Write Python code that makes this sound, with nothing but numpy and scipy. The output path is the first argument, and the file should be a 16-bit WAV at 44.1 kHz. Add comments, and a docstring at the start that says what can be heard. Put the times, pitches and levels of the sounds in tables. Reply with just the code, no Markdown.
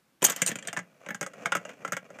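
"""A plastic toy contraption on a table, close by, in a quiet room.
First a lever is let go, snaps against its stop and rattles out, while the frame's loose joints chatter.
Then a small steel ball tips from a bucket and rolls and knocks down a hollow plastic staircase.
Each hit makes the plastic ring briefly; chatter and rolling are hundreds of tiny bumps a second."""
import sys
import numpy as np
from scipy import signal
from scipy.io import wavfile

SR = 44100
rng = np.random.default_rng(int(sys.argv[2]) if len(sys.argv) > 2 else 0)


def file_out(sig):
    """Save sig as 16-bit WAV at sys.argv[1]."""
    # one column per channel
    cols = np.atleast_2d(sig).T
    # limit, then scale
    lim = np.clip(cols, -1, 1)
    pcm = np.round(lim * 32767).astype(np.int16)
    wavfile.write(sys.argv[1], SR, pcm)


N = 97020


def amp(db):
    """Turns decibels (dB) into a number to multiply a sound by."""
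    return 10 ** (np.asarray(db) / 20)


def unit(x):
    """Scales a sound to an average (rms) level of 1."""
    return x / np.sqrt(np.mean(x ** 2) + 1e-20)


def read(points, hz):
    """Looks up a frequency in a table, sliding between rows on a pitch scale."""
    row_hz, value = np.transpose(points)
    return np.interp(np.log(hz + 1), np.log(row_hz), value)


def add(mix, s, sound):
    """Mixes a sound in, starting at s seconds."""
    part = mix[round(s * SR):][:len(sound)]
    part += sound[:len(part)]


def colour(x, points, size=4096):
    """Shapes the tone of a sound without smearing it earlier in time."""
    hz = abs(np.fft.fftfreq(size, 1 / SR))
    log_gain = np.log(amp(read(points, hz)))
    taps = np.fft.ifft(np.exp(np.conj(signal.hilbert(log_gain)))).real[:size // 2]
    return signal.fftconvolve(x, taps)[:len(x)]


def fade(t, t60):
    """Dies away by 60 dB in t60 seconds, the fade time."""
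    return np.exp(-np.log(1000) * t / t60)


def ring(t, hz, t60):
    """One fading note, first pushed in or out at random."""
    return rng.choice([-1, 1]) * np.sin(2 * np.pi * hz * t) * fade(t, t60)


def room_tone(level_db=-69):
    """The faint, steady, low noise of the room."""
    # Tone of the noise. Each row: frequency in Hz, level in dB.
    tone = [(70, -5.5), (160, 1.5), (600, -8), (1500, -10.5), (4000, -17.5), (15000, -23.5)]
    return amp(level_db) * unit(colour(rng.standard_normal(N), tone))


def strike(levels_db, thud_hz, spots, notes, tone, ringing, vary_db=1.03):
    """One hit rings the whole part, the struck spot and a low hollow note, a little differently each time."""
    # Edges of the thud, knock, click and tick ranges, in Hz.
    edges_hz = [110, 750, 4200, 10200, 17000]
    crowd_t60, notes_db, thud_db, thud_t60, spot_t60, contact_s, detune = ringing
    crack, crack_s, board_rise_s = 0.082, 0.00083, 0.0024
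    t = np.arange(SR // 8) / SR
    first = round(.01 * SR)  # levels are scaled to a 10 ms hit
    onset = np.minimum(t / contact_s, 1)
    # The crowd: so many close notes that they blur into noise, strongest in the first instant.
    tint = [(hz, db + vary_db * rng.standard_normal()) for hz, db in tone]
    burst = rng.choice([-1., 1.], len(t)) * onset * fade(t, crowd_t60)
    crowd = colour(burst * (1 + crack * np.exp(-t / crack_s)), tint)
    clear = sum(amp(db + vary_db * rng.standard_normal())
                * ring(t, hz * (1 + detune * rng.standard_normal()), t60) for hz, db, t60 in notes)
    spot = sum(amp(db) * ring(t, hz, spot_t60) for hz, db in spots)
    shell = crowd / crowd[:first].std() + (amp(notes_db) * clear + 2 * spot) * onset
    thud = amp(thud_db) * ring(t, thud_hz, thud_t60)
    board = (shell + thud) * (1 - np.exp(-t / board_rise_s))  # the board takes up the thud slowly
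    hit = np.zeros(len(t))
    for k, source in enumerate([board, shell, shell, shell]):
        band_filter = signal.butter(5, edges_hz[k:k + 2], "band", fs=SR, output="sos")
        band = signal.sosfilt(band_filter, source)
        hit += amp(levels_db[k]) * band / np.sqrt(np.sum(band ** 2) / first)
    return hit


def lever_clatter(knock_ring_db=-1, click_ring_db=0.5):
    """The lever snaps against its stop and shakes the frame."""
    # Lever and frame hits. Each row: start in seconds, thud, knock, click and tick levels in dB,
    # then thud, knock and click pitches in Hz.
    hits = [(0.22, -30.5, -36, -43, -45, 184, 3020, 5760), (0.2264, -27, -29, -28, -42, 372, 1006, 7060),
            (0.2416, -34, -27, -25.5, -21, 596, 1706, 6330), (0.2464, -42, -29, -21, -26, 384, 820, 7400),
            (0.2498, -38, -29.5, -16, -25, 250, 2970, 6400),
            (0.2645, -41, -32, -26.5, -40, 165, 3160, 8500),
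            (0.2844, -39.5, -46, -41, -52, 500, 1630, 6400), (0.298, -39, -38, -30, -34.5, 180, 3500, 7740),
            (0.3027, -38.5, -34, -32.5, -42, 558, 1360, 6340),
            (0.32, -51, -41, -35.5, -48, 250, 1520, 6750),
            (0.3618, -46.5, -42, -37, -42.5, 560, 3050, 7560),
            (0.4177, -29, -26, -22.5, -38, 180, 1643, 7060),
            (0.4239, -39.5, -32, -32, -52, 523, 2080, 7350),
            (0.4623, -45.5, -39, -25.5, -40, 646, 3000, 8780),
            (0.473, -52, -36.5, -29, -41, 506, 3900, 8480), (0.4783, -47, -36, -27.5, -56, 349, 2720, 8560),
            (0.4854, -42, -40, -33, -56, 348, 2630, 6600), (0.4896, -34, -48, -36, -46, 168, 2940, 6700),
            (0.5155, -33.5, -35, -43, -54, 220, 1775, 6580),
            (0.5559, -36.5, -37, -39, -54, 184, 1425, 7060),
            (0.5871, -53, -42.5, -44.5, -80, 600, 2350, 7340),
            (0.6252, -51.5, -45.5, -49, -81, 556, 1775, 7300),
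            (0.6503, -46.5, -49, -60, -85, 171, 2030, 6400),
            (0.6728, -41.5, -42, -34, -52, 682, 1570, 8110),
            (0.6838, -41.5, -34, -46, -64, 173, 1730, 7200)]
    # The lever's clear notes. Each row: pitch in Hz, level in dB, fade time in seconds.
    notes = [(542, -12, 0.068), (1597, -10, 0.06), (1998, -10.5, 0.04), (3100, -9, 0.025), (5920, -8, .055),
             (6780, -4.5, 0.041), (7240, -3.5, 0.049), (8600, -10.5, 0.046), (11800, -13.5, .03),
             (13800, -8.5, 0.015)]
    # Tone of its crowd of blurred notes. Each row: frequency in Hz, level in dB.
    tone = [(90, -23), (150, -1), (400, 0.5), (950, -6), (1600, 2), (3200, 1), (4200, -9), (5500, -9),
            (6200, 0), (8600, -1.5), (10300, -9.5), (12500, -6.5), (15200, -12)]
    # How it rings. In order: crowd fade time in seconds, clear note and thud levels in dB, thud fade,
    # spot fade and contact times in seconds, pitch change from hit to hit as a fraction.
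    ringing = (0.037, -.5, .5, 0.048, 0.028, .0005, .007)
    out = np.zeros(N)
    for s, *levels_db, thud_hz, knock_hz, click_hz in hits:
        spots = [(knock_hz, knock_ring_db), (click_hz, click_ring_db)]
        add(out, s, strike(levels_db, thud_hz, spots, notes, tone, ringing))
    return out


def rattle(loudness, tone, bumps_per_s, ring_s, spread_db=3):
    """Many tiny random bumps, each briefly ringing one of six spots on the plastic."""
    bumps = (rng.random(N) < bumps_per_s / SR) * rng.choice([-1, 1], N)
    bumps = bumps * amp(spread_db * np.minimum(rng.exponential(1, N), 4))
    t = np.arange(SR // 20) / SR
    spot = rng.integers(0, 6, N)
    rung = np.zeros(N)
    for k in np.unique(spot):
        spot_ring = rng.standard_normal(len(t)) * fade(t, ring_s)
        rung += signal.fftconvolve(bumps * (spot == k), spot_ring)[:N]
    s, db = np.transpose(loudness)
    return unit(colour(rung, tone)) * np.interp(np.arange(N) / SR, s, amp(db), left=0, right=0)


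def frame_chatter():
    """The frame's loose joints chatter as it sways."""
    # Strength of the chatter. Each row: time in seconds, level in dB.
    loudness = [(.21, -79), (.225, -45), (.28, -36.5), (.33, -39.5), (.35, -54), (.38, -40), (.41, -46),
                (.45, -48), (.49, -40), (.54, -57.5), (.62, -80), (.69, -52.5), (.73, -83)]
    # Tone of the frame. Each row: frequency in Hz, level in dB.
    tone = [(70, -36), (175, -1), (400, -8.5), (1000, -3), (1900, -1.5), (3100, -7.5), (4300, -16),
            (7000, -9.5), (10000, -26)]
    return rattle(loudness, tone, bumps_per_s=900, ring_s=0.054)


def ball_rolling():
    """The ball rumbles over tiny bumps in the plastic."""
    # Strength of the rolling. Each row: time in seconds, level in dB.
    loudness = [(.55, -55), (.78, -55), (.87, -64), (.99, -62), (1.05, -53), (1.2, -61), (1.32, -55.5),
                (1.36, -50), (1.44, -42.5), (1.5, -51.5), (1.63, -52), (1.71, -46), (1.76, -62),
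                (1.84, -49), (2.01, -66), (2.04, -49), (2.08, -62), (2.15, -51), (2.2, -51)]
    # Tone of the rumble. Each row: frequency in Hz, level in dB.
    tone = [(40, -39), (95, -13.5), (150, 0), (200, 1), (300, -4), (430, -7), (560, -2.5), (900, -17),
            (1400, -11.5), (1900, -14.5), (2800, -19.5), (4000, -38), (6500, -27), (10500, -45.5)]
    return rattle(loudness, tone, bumps_per_s=830, ring_s=0.02)


def ball_knocks():
    """The ball drops from step to step; each step has its own notes."""
    # Hits on the stairs. Each row: start in seconds, thud, knock, click and tick levels in dB,
    # thud and knock pitches in Hz, relative strength of the knock's note in dB.
    hits = [(0.7291, -41, -37, -41, -57, 690, 2800, -5.5), (0.7659, -44, -32, -53, -61, 596, 1744, 4),
            (0.7712, -35.5, -29.5, -39.5, -63, 178.7, 1735, 2), (0.79, -42, -37, -43.5, -66, 570, 2040, 0),
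            (1.0624, -42, -43.5, -56.5, -86.5, 175, 1570, -1.5),
            (1.0874, -38.5, -36.5, -49.5, -58, 552, 1860, -3), (1.1059, -37, -33, -50.5, -54, 196, 1740, 6),
            (1.1458, -40, -36, -41.5, -60, 197, 1610, 4.5),
            (1.2111, -32.5, -33.5, -34.5, -52, 183, 1327, -0.5),
            (1.2279, -37.5, -34, -40.5, -56, 562, 1920, -3), (1.2635, -40, -38, -42.5, -60, 537, 1272, 3),
            (1.3348, -51.5, -49.5, -59, -73, 570, 1420, 0), (1.4574, -34.5, -24, -38, -53, 689, 2196, 0.5),
            (1.5204, -35, -21.5, -37, -58, 535, 1410, 4),
            (1.5514, -30.5, -24.5, -36.5, -44, 564, 1278, 4.5),
            (1.5674, -40, -33, -42, -62, 184, 1500, -13),
            (1.651, -41.5, -42.5, -49.5, -81, 596, 2810, -0.5),
            (1.6925, -44, -43.5, -56, -69, 504, 1885, -8.5),
            (1.849, -35.5, -29.5, -47, -61.5, 546, 1360, 9.5),
            (1.8774, -42.5, -39, -48.5, -62, 173, 2075, -1), (1.9215, -33.5, -29.5, -35, -45, 573, 1366, 0),
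            (1.9302, -39, -32.5, -43.5, -63, 160, 1480, 0), (1.9669, -37.5, -32, -42, -54, 547, 1370, 4),
            (2.1034, -45.5, -51.5, -60.5, -80, 561, 1394, 5.5),
            (2.1869, -50, -43, -58.5, -73, 549, 2020, -2.5)]
    # The staircase's clear notes. Each row: pitch in Hz, level in dB, fade time in seconds.
    notes = [(186, -9, 0.081), (569.5, -8.5, 0.055), (820, -15, 0.096), (1347, -5, 0.058),
             (1440, -7.5, .06), (1617, -5, 0.076), (1970, -7.5, 0.086), (2181, -6.5, 0.067),
             (4940, -12.5, 0.021), (6670, 0, 0.017)]
    # Tone of its crowd of blurred notes. Each row: frequency in Hz, level in dB.
    tone = [(95, -19), (150, 1), (500, -2), (980, -0.5), (1350, 7), (2200, 1), (2600, -3), (3500, -6.5),
            (4300, -20.5), (6500, -1.5), (8800, -9), (10500, -18.5), (13500, -11), (15200, -18)]
    # How it rings, with the same order and units as for the lever.
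    ringing = (0.044, 1.84, 1.23, 0.054, 0.035, 0.00019, 0.0074)
    out = np.zeros(N)
    for s, *levels_db, thud_hz, knock_hz, ring_db in hits:
        add(out, s, strike(levels_db, thud_hz, [(knock_hz, ring_db)], notes, tone, ringing))
    return out


def room_echo(x, delay_s=.005):
    """A small furnished room sends back a short, blurred echo."""
    # How long the echo lasts. Each row: frequency in Hz, fade time in seconds.
    fade_times = [(150, 0.37), (500, 0.095), (1500, 0.15), (3000, 0.1), (14000, 0.11)]
    # How strong it is. Each row: frequency in Hz, level in dB.
    tone = [(150, -8), (500, -12), (1500, -13), (3000, -7.5), (7000, -17), (14000, -18.5)]
    hz, t, noise = signal.stft(rng.standard_normal(SR // 2), SR, nperseg=256)
    t60 = read(fade_times, hz)[:, None]
    gain = amp(read(tone, hz))[:, None] * np.sqrt(2 * np.log(1000) / (t60 * SR))
    tail = signal.istft(noise * fade(t, t60) * gain, SR, nperseg=256)[1]
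    return signal.fftconvolve(x, np.r_[np.zeros(round(delay_s * SR)), tail])[:N]


def scene():
    """Lever, frame and ball in a quiet room."""
    toy = lever_clatter() + ball_knocks() + ball_rolling() + frame_chatter()
    return (toy + room_echo(toy) + room_tone())[None]


def record(dry, low_cut_hz=140, high_cut_hz=15350):
    """The microphone loses the deep bass, then the highest treble is cut off."""
    thin = signal.sosfilt(signal.butter(1, low_cut_hz, "high", fs=SR, output="sos"), dry)
    treble_cut = signal.firwin(255, high_cut_hz, window=("kaiser", 8), fs=SR)
    return signal.oaconvolve(thin, treble_cut[None], "same")


dry = scene()
out = record(dry)
file_out(out)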